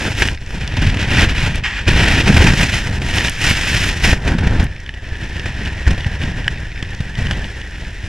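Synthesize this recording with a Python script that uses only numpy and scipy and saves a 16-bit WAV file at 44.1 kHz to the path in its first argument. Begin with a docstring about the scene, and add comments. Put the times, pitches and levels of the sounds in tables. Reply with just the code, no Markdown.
"""A gale on a snowy summit hits a small camera in a plastic case.
All along, gusts swell out of a steady wind: eddies thump on the microphone, air rushes through the
case's resonances and blown snow fizzes on it. From the first moments sharp gusts slap it and bits of
ice tick on the shell. Before two seconds something rubs it once; then the hardest gusts come close
together. After four seconds more of the rush turns into a howl. The loudest peaks overload softly."""
import sys
import numpy as np
from scipy import signal
from scipy.fft import rfft, irfft, next_fast_len
from scipy.io import wavfile
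from scipy.ndimage import uniform_filter1d, map_coordinates

SR = 44100
rng = np.random.default_rng(int(sys.argv[2]) if len(sys.argv) > 2 else 0)


def wav_out(sig):
    """Save sig, one row per channel (or a flat mono array), as 16-bit PCM at SR to the path in sys.argv[1]."""
    wavfile.write(sys.argv[1], SR, np.round(np.clip(np.atleast_2d(sig).T, -1, 1) * 32767).astype(np.int16))


N = 356328

# Levels in these tables come before the small gains that the functions add.
# Steady wind between gusts: t/s, buffeting level/dB, rush level/dB, roar level/dB
STEADY_WIND = [(0.0, -25.0, -29, -41), (0.32, -19.0, -34.5, -33), (0.38, -28.0, -44.5, -45.5),
               (0.56, -21.5, -31, -34.5), (1.51, -17.0, -27, -33.5), (1.62, -27.5, -37, -41),
               (1.82, -23.0, -32.5, -36), (2.85, -19.0, -24, -30), (3.03, -17.5, -30, -30.5),
               (3.33, -25.5, -28, -37.5), (3.98, -22.0, -26, -30.5), (4.18, -23.5, -30.5, -31),
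               (4.9, -29.0, -39.5, -43.5), (5.27, -24.0, -31, -35.5), (6.36, -20.5, -31, -34.5),
               (6.74, -25.0, -35, -41), (7.12, -25.5, -34.5, -39), (7.38, -19.5, -30.5, -31.5),
               (7.52, -27.5, -34.5, -38), (8.08, -25.5, -36, -41)]
# Gusts that swell, hold and drop away:
# start t/s, rise t/s, hold t/s, buffeting level/dB, rush level/dB, roar level/dB
GUSTS = [(0.0, 0.0044, 0.08, -25.0, -24.0, -21.5), (0.152, 0.03, 0.095, -21.0, -22.5, -27.5),
         (0.748, 0.068, 0.083, -10.5, -23.0, -41), (0.981, 0.02, 0.025, -18.5, -18, -24),
         (1.052, 0.14, 0.055, -11.5, -13.5, -20.0), (1.276, 0.018, 0.009, -16.5, -21, -28.5),
         (1.34, 0.016, 0.11, -21.5, -20.5, -29.5), (1.525, 0.032, 0.019, -16.0, -25, -32.5),
         (1.861, 0.015, 0.08, -10, -19.5, -25), (1.933, 0.032, 0.24, -13.5, -15, -19.5),
         (2.243, 0.034, 0.22, -8.0, -17.5, -19.5), (2.48, 0.11, 0.05, -16.0, -17, -23.5),
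         (2.65, 0.02, 0.12, -25.0, -23, -36), (2.996, 0.186, 0.1, -20.5, -20, -26),
         (3.353, 0.12, 0.056, -17.0, -15, -27), (3.526, 0.029, 0.14, -23.5, -20.5, -32.0),
         (3.686, 0.029, 0.175, -18.0, -18.5, -29), (4.019, 0.025, 0.075, -11.0, -15.5, -23.5),
         (4.225, 0.041, 0.071, -14.0, -30.5, -23.5), (4.365, 0.075, 0.19, -12.0, -29.5, -25),
         (5.451, 0.01, 0.0083, -22.5, -26.5, -31.0), (5.559, 0.017, 0.1, -23.5, -32.5, -38),
         (5.855, 0.012, 0.041, -13.0, -48, -37), (6.202, 0.02, 0.019, -18.0, -27.5, -36),
         (7.167, 0.0096, 0.12, -18, -30.5, -38)]
# How slowly each layer dies after a gust; pressure outlasts the rush: buffeting t/s, rush t/s, roar t/s
RELEASE_TIMES = (.046, 0.021, 0.023)
# The air briefly drops away from the case: t/s, half width t/s, change of level/dB
LULLS = [(1.272, 0.013, -5), (1.614, 0.0097, -4), (2.905, 0.02, -9), (2.995, .014, -9), (3.95, 0.014, -2),
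         (4.2, .02, -7)]
# Sharp gusts: t/s, rush level/dB, thump level/dB, length t/s
SLAPS = [(0.116, -19.5, -24, 0.013), (.2195, -10.5, -18, 0.015), (.7674, -18, -24, 0.012),
         (0.816, -17.5, -18, 0.019), (0.943, -19, -22, 0.0069), (1.135, -30, -27, .045),
         (1.211, -18.5, -15, .04), (1.877, -11.5, -15, 0.018), (2.27, -21, -11, 0.035),
         (2.365, -9, -10, 0.016), (2.416, -13, -5.5, 0.021), (2.466, -12.5, -13, 0.02),
         (2.535, -18, -5, 0.009), (3.017, -23.5, -27, 0.012), (3.185, -40, -27, 0.0081),
         (3.506, -18.5, -11, .015), (4.127, -15.5, -5, 0.014), (4.275, -15.5, -22, 0.02),
         (4.35, -39, -10, 0.0076), (4.384, -18, -13, 0.011), (4.469, -17, -5, 0.01),
         (4.597, -20, -10, 0.015), (5.12, -57, -16, 0.018), (5.8694, -15.5, -3.5, 0.02),
         (5.905, -20.5, -9, 0.018), (5.977, -23.5, -32, 0.0092), (6.064, -28, -9, .015),
         (6.239, -34, -20, 0.008), (6.826, -25, -19.5, 0.0094), (7.003, -25.5, -12.5, 0.0099),
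         (7.309, -20.5, -21, 0.01)]
# The camera turns and the wind meets the case at a new angle: t/s, share of the rush that may howl (0-1)
HOWL_SHARE = [(0, 0.12), (4.1, 0.67), (4.8, 0.84), (5.7, 0.79), (6.5, 1), (8.08, 0.75)]
# How much snow the air carries: t/s, spray level/dB relative to the rush
SNOW_LOAD = [(0, -13), (.48, -12.5), (.72, -19.5), (2.09, -18), (2.59, -14), (4.07, -13), (4.35, -19),
             (6.5, -19), (8.08, -15.5)]
# Bits of ice on the shell: t/s, peak level/dB, centre f/Hz
ICE_HITS = [(0.2206, -3, 1300), (0.2208, -13, 2580), (0.2859, -2, 2530), (.348, -22, 4200),
            (.4626, -25.5, 5000), (0.6765, -12, 4200), (0.943, -18, 2798), (.971, -12, 3000),
            (1.3477, -20, 2210), (1.5575, -20, 8500), (3.1828, -5, 3205), (3.208, -6, 2427),
            (3.2833, -6.5, 2512), (3.2962, -10, 8996), (4.6419, -21, 10000), (4.802, -27, 5600),
            (4.863, -22, 3000), (4.892, -11.5, 2077), (4.94, -20, 3010), (5.1554, -19, 1994),
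            (5.396, -15.5, 3480), (5.6581, -14, 3000), (5.789, -21, 2995), (5.866, -12, 1593),
            (6.007, -14, 3026), (6.0454, -10, 2010), (6.2149, -16, 2425), (6.2362, -11.5, 2802),
            (6.444, -17.5, 2977), (6.4796, 3, 2190), (6.8262, -14, 3200), (6.9487, -23, 4780),
            (7.1538, -16.5, 3115), (7.269, -12, 2797), (7.3107, -9.5, 2608), (7.333, -17, 3160),
            (7.4434, -13, 3136), (7.6157, -18, 3290)]
# Ringing modes of the shell: f/Hz, level/dB, ring time as a factor
SHELL_MODES = [(890, -17, .9), (1665, -1.5, 2.4), (1834, 9, 1.06), (2660, 7.5, 0.42), (2945, 2, 1.65),
               (3420, 2.5, 0.9), (4600, 2, 0.51), (5520, -4.5, 2.1), (6270, 1.5, 0.73), (7560, -1, 0.65),
               (9530, -0.5, 0.74), (11200, -6, 0.81), (12900, -7, .6)]
# A brief rub on the case: t/s, level/dB
RUB_LEVEL = [(1.63, -70), (1.638, -19), (1.66, -17.5), (1.69, -23), (1.75, -28), (1.78, -21.5), (1.82, -31),
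             (1.85, -51), (1.87, -70)]

# Spectra, only the shape counts: f/Hz, level/dB (per Hz)
BUFFET_SPECTRUM = [(4, -25), (12, 0), (32, -0.5), (80, 1.5), (125, -4.5), (175, -9.5), (240, -16),
                   (340, -28.5), (500, -29), (1200, -38), (5000, -90)]
ROAR_SPECTRUM = [(60, -16), (180, 5), (340, 1.5), (450, -3.5), (700, -6), (950, -6), (1150, -17),
                 (1600, -4), (3000, -30.5), (8000, -70)]
RUSH_SPECTRUM = [(100, -54), (700, -15.5), (1120, -16), (1330, -11.5), (1560, -5), (2000, -3), (3000, -6),
                 (4000, -15.5), (7000, -31.5), (14000, -67)]
HOWL_SPECTRUM = [(150, -14), (900, -24), (1400, -15), (1620, -1), (1830, 4.5), (2130, -9.5), (2500, -9),
                 (3050, -9.5), (3550, -13.5), (4000, -20), (4700, -34), (5400, -19.5), (7000, -38.5),
                 (14000, -53)]
SPRAY_SPECTRUM = [(1200, -29), (2700, 2.5), (4300, -2), (6400, -2), (8300, -8), (9700, -11), (12000, -18.5),
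                  (15000, -29)]
FIZZ_SPECTRUM = [(2500, -30), (6000, -3), (9800, 2), (12500, -3), (15000, -21)]
RUB_SPECTRUM = [(400, -23), (900, -4), (1250, -4.5), (1750, 7), (2400, 3.5), (3200, 1), (3900, -10),
                (8000, -19.5), (10000, -36)]
GRIT_SPECTRUM = [(1200, -17), (2300, 11), (3000, -2.5), (3500, -2), (4200, -5), (6500, -33), (12000, -47)]
# Resonances of the case: centre f/Hz, width f/Hz, level/dB
CASE_RESONANCES = [(950, 130, 1.5), (1890, 140, 2.5), (2100, 220, -2.5), (2530, 250, 2), (3540, 190, 0),
                   (4160, 950, 0), (4780, 370, 0), (5340, 630, 5)]
# How alike the two microphone ports hear: f/Hz, likeness (0-1)
PORT_LIKENESS = [(1200, 1), (3000, .97), (6000, .91), (9000, .79), (14000, .64)]

WAVER_DB = 1.08  # typical wander of the wind's strength, a few times a second
HOWL_WAVER, HOWL_WAVER_HZ = .03, 14.04  # typical share by which the pitch wanders, and its fastest rate
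ICE_RING_S = 0.00078  # basic ring time of the shell
EDGE_HZ = 15500  # top of the treble that is kept


def wind():
    """Levels of buffeting, rush and roar in dB: gusts add power to the steady wind; all waver together."""
    t = np.arange(SR) / SR
    power = amp(follow(STEADY_WIND)) ** 2
    for start, rise, hold, *levels_db in GUSTS:
        swell = np.minimum(t / rise, 1)
        after = np.maximum(t - rise - hold, 0)
        for layer, db, release in zip(power, levels_db, RELEASE_TIMES):
            gust = amp(db) * swell * np.exp(-after / release)
            add(layer, start, gust ** 2)
    return 10 * np.log10(power) + WAVER_DB * flutter(4.6, 15)


def lulls():
    """Brief dips of the rush in dB, as the air drops away from the case."""
    t = np.arange(N) / SR
    return sum(db * np.exp(-((t - s) / width) ** 2) for s, width, db in LULLS)


def eddies(buffet_db, size=2600, pace_per_db=0.0337, top_pace=1.1):
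    """Turbulent pressure at the microphone: slow lumps in a lull, quicker ones as the wind rises."""
    lumps = rng.standard_normal(N) * amp(2.7 * flutter(6.5, 83))
    lumps = colour(lumps, BUFFET_SPECTRUM)
    # stronger wind carries the lumps past faster
    pace = np.minimum(np.exp(pace_per_db * (buffet_db + 19)), top_pace)
    lumps = play_at(lumps, np.cumsum(pace))
    # even out the strength over a short window (size in samples)
    local_power = uniform_filter1d(lumps ** 2, size)
    return lumps / np.sqrt(local_power + 0.023)


def slaps():
    """Each sharp gust pushes, then sucks at the microphone, and rushes while it lasts."""
    pressure, rush = np.zeros(N), np.zeros(N)
    for s, rush_db, thump_db, length in SLAPS:
        u = np.arange(int(3 * length * SR)) / (length * SR)  # time in lengths of the slap
        swell = 4 * u * np.exp(1 - 4 * u)
        push_suck = np.sin(2 * np.pi * 1.15 * u)
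        add(rush, s, amp(rush_db) * swell)
        add(pressure, s, amp(thump_db) * 1.69 * swell * push_suck)
    return pressure, rush


def air(rush_db, slap, churn, calm_db=-28):
    """Weak wind howls in the case's main resonance; strong wind tears across it in a broad, ragged rush."""
    power = amp(rush_db) ** 2
    share = np.clip(follow(HOWL_SHARE)[0], 0, 1)
    # the howl stops growing well above calm_db; the rest of the power goes into the rush
    howl_power = share * power / (1 + power / amp(calm_db) ** 2)
    howl = np.sqrt(howl_power) * howling()
    strength = amp(-1.22) * np.sqrt(power - howl_power) * churn + amp(-4.5) * slap
    ragged = 0.84 * grains(per_s=1500, spread_db=1.0)
    drive = evened(rng.standard_normal((2, N)) + ragged)
    return howl + strength * colour(drive, RUSH_SPECTRUM)


def howling():
    """Air sings in the case's main resonance with a wandering pitch."""
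    place = np.cumsum(1 + HOWL_WAVER * flutter(3.92, HOWL_WAVER_HZ))
    tones = colour(rng.standard_normal((2, N)), HOWL_SPECTRUM)
    return np.array([play_at(tone, place) for tone in tones])


def snow(spray_db, slap, churn, hard_db=-36):
    """Fine snow sandblasts the case in flurries; the fastest grains fizz highest."""
    drive = evened(0.6 * rng.standard_normal((2, N)) + grains(per_s=4000, spread_db=3.0))
    strength = amp(spray_db + 6.0) * churn + amp(-13) * slap
    spray = strength * colour(drive, SPRAY_SPECTRUM)
    fast = 1 / (1 + amp(hard_db - spray_db))  # nears 1 in hard wind
    fizz = colour(grains(per_s=8200, spread_db=7.5), FIZZ_SPECTRUM)
    return spray + amp(spray_db - 5.5) * fast * fizz


def roar(roar_db, slap, churn):
    """Small eddies break on the microphone opening in ragged puffs."""
    puffs = evened(rng.standard_normal(N) + 0.92 * grains(per_s=700, spread_db=2.5)[0])
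    strength = amp(roar_db - 0.36) * churn + amp(-4.5) * slap
    return strength * colour(puffs, ROAR_SPECTRUM)


def ice():
    """Each bit of ice rings the shell's modes, strongest near its own centre frequency."""
    out, t = np.zeros(N), np.arange(1200) / SR
    hz, db, ring = np.transpose(SHELL_MODES)[:, :, None]
    u = t / (ICE_RING_S * ring)  # time in ring times of each mode
    for s, peak_db, centre_hz in ICE_HITS:
        octaves_off = np.log2(hz / centre_hz)
        weight = amp(db) / (1 + abs(octaves_off / 0.61) ** 2.1)
        tones = np.sin(2 * np.pi * (hz * t + rng.random(hz.shape)))
        tick = (weight * u * np.exp(-u) * tones).sum(0)
        add(out, s, amp(peak_db) * tick / abs(tick).max())
    return out


def rub():
    """A short, dry scuff against the case, made of many tiny impacts."""
    return amp(follow(RUB_LEVEL)[0]) * colour(grains(per_s=6100, spread_db=0.5), RUB_SPECTRUM)


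def grit(db=-44.5):
    """Stray crumbs of ice patter faintly on the shell, each skittering for a moment."""
    crumbs = grains(per_s=45, spread_db=4.0, largest=3.4)
    skitter = rng.standard_normal((1, 200)) * np.exp(-np.arange(200) / 45)
    patter = signal.oaconvolve(crumbs, skitter, axes=1)[:, :N]
    return amp(db) * colour(patter, GRIT_SPECTRUM)


def grains(per_s, spread_db, largest=6):
    """Random impacts of unequal size on two channels; rms 1."""
    size = amp(spread_db * np.minimum(rng.exponential(1, (2, N)), largest))
    sign = rng.choice([-1, 1], (2, N))
    hits = rng.random((2, N)) < per_s / SR
    return evened(size * sign * hits)


def flutter(low_hz, high_hz):
    """Random wavering, mostly between two rates; rms 1."""
    size = next_fast_len(N)
    hz = np.fft.rfftfreq(size, 1 / SR)
    low_cut = hz ** 2 / (hz ** 2 + low_hz ** 2)
    shape = low_cut / np.sqrt(hz + low_hz) / (1 + (hz / high_hz) ** 4)
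    return evened(irfft(rfft(rng.standard_normal(size)) * shape, size)[:N])


def colour(x, spectrum):
    """Filters x by a spectrum and by the resonances of the case; rms 1."""
    size = next_fast_len(N)
    hz = np.fft.rfftfreq(size, 1 / SR)
    case_db = sum(db / (1 + (2 * (hz - centre) / width) ** 2) for centre, width, db in CASE_RESONANCES)
    gain = amp(read(spectrum, hz) + case_db)
    return evened(irfft(rfft(x, size) * gain, size)[..., :N])


def ports(pair):
    """Two unrelated noises become the sound at two close ports: alike except in the treble."""
    size = next_fast_len(N)
    same = np.clip(read(PORT_LIKENESS, np.fft.rfftfreq(size, 1 / SR)), 0, 1)
    gains = np.sqrt([(1 + same) / 2, (1 - same) / 2])
    mid, side = irfft(rfft(pair, size) * gains, size)[:, :N]
    return np.array([mid + side, mid - side])


def play_at(x, place):
    """Reads x at moving places (in samples), so its pitch follows their pace."""
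    return map_coordinates(x, [place], order=3, mode="mirror")


def amp(db):
    """Decibels to gain."""
    return 10 ** (np.asarray(db) / 20)


def evened(x):
    """Scales to an rms of 1."""
    return x / np.sqrt(np.mean(x ** 2) + 1e-20)


def read(points, hz):
    """Reads a table on a log-frequency axis."""
    f, value = np.transpose(points)
    return np.interp(np.log(hz + 1), np.log(f), value)


def follow(rows):
    """The columns of a table over time, one value a sample."""
    s, *columns = np.transpose(rows)
    return [np.interp(np.arange(N) / SR, s, c) for c in columns]


def add(mix, s, sound):
    """Mixes a sound in at time s (seconds)."""
    part = mix[max(round(s * SR), 0):][:len(sound)]
    part += sound[:len(part)]


def scene():
    """Buffeting drives a shared churn in the roar, rush and snow; slaps, ice, rub and grit join in."""
    buffet_db, rush_db, roar_db = wind()
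    rush_db = rush_db + lulls()
    spray_db = rush_db + follow(SNOW_LOAD)[0]
    eddy = eddies(buffet_db)
    thump, slap = slaps()
    # the rush surges with each pressure swing, the more so when the buffeting is hard
    force = 1 / (1 + amp(-40.5 - buffet_db))
    swing = evened(uniform_filter1d(abs(eddy), size=150))
    surge_db = 2.1 * (swing - 1) + 1.52 * flutter(3.2, 140)
    churn = evened(amp(force * surge_db))
    hiss = air(rush_db, slap, churn) + snow(spray_db, slap, churn) + grit() + rub()
    low = amp(buffet_db - .8) * eddy + thump + roar(roar_db, slap, churn)
    return ports(hiss) + low + ice()


def record(dry, knee=.75):
    """The left port hears the treble a sample late; peaks overload softly; then the band limit."""
    low_pass = signal.butter(4, 1300, fs=SR, output="sos")
    bass = signal.sosfiltfilt(low_pass, dry[0])
    x = np.array([bass + np.roll(dry[0] - bass, 1), dry[1]])
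    # what rises above the knee is squeezed
    linear = np.clip(x, -knee, knee)
    x = linear + (1 - knee) * np.tanh((x - linear) / (1 - knee))
    band_limit = signal.firwin(301, EDGE_HZ, window=("kaiser", 8), fs=SR)
    return signal.oaconvolve(x, band_limit[None], "same")


dry = scene()
out = record(dry)
wav_out(out)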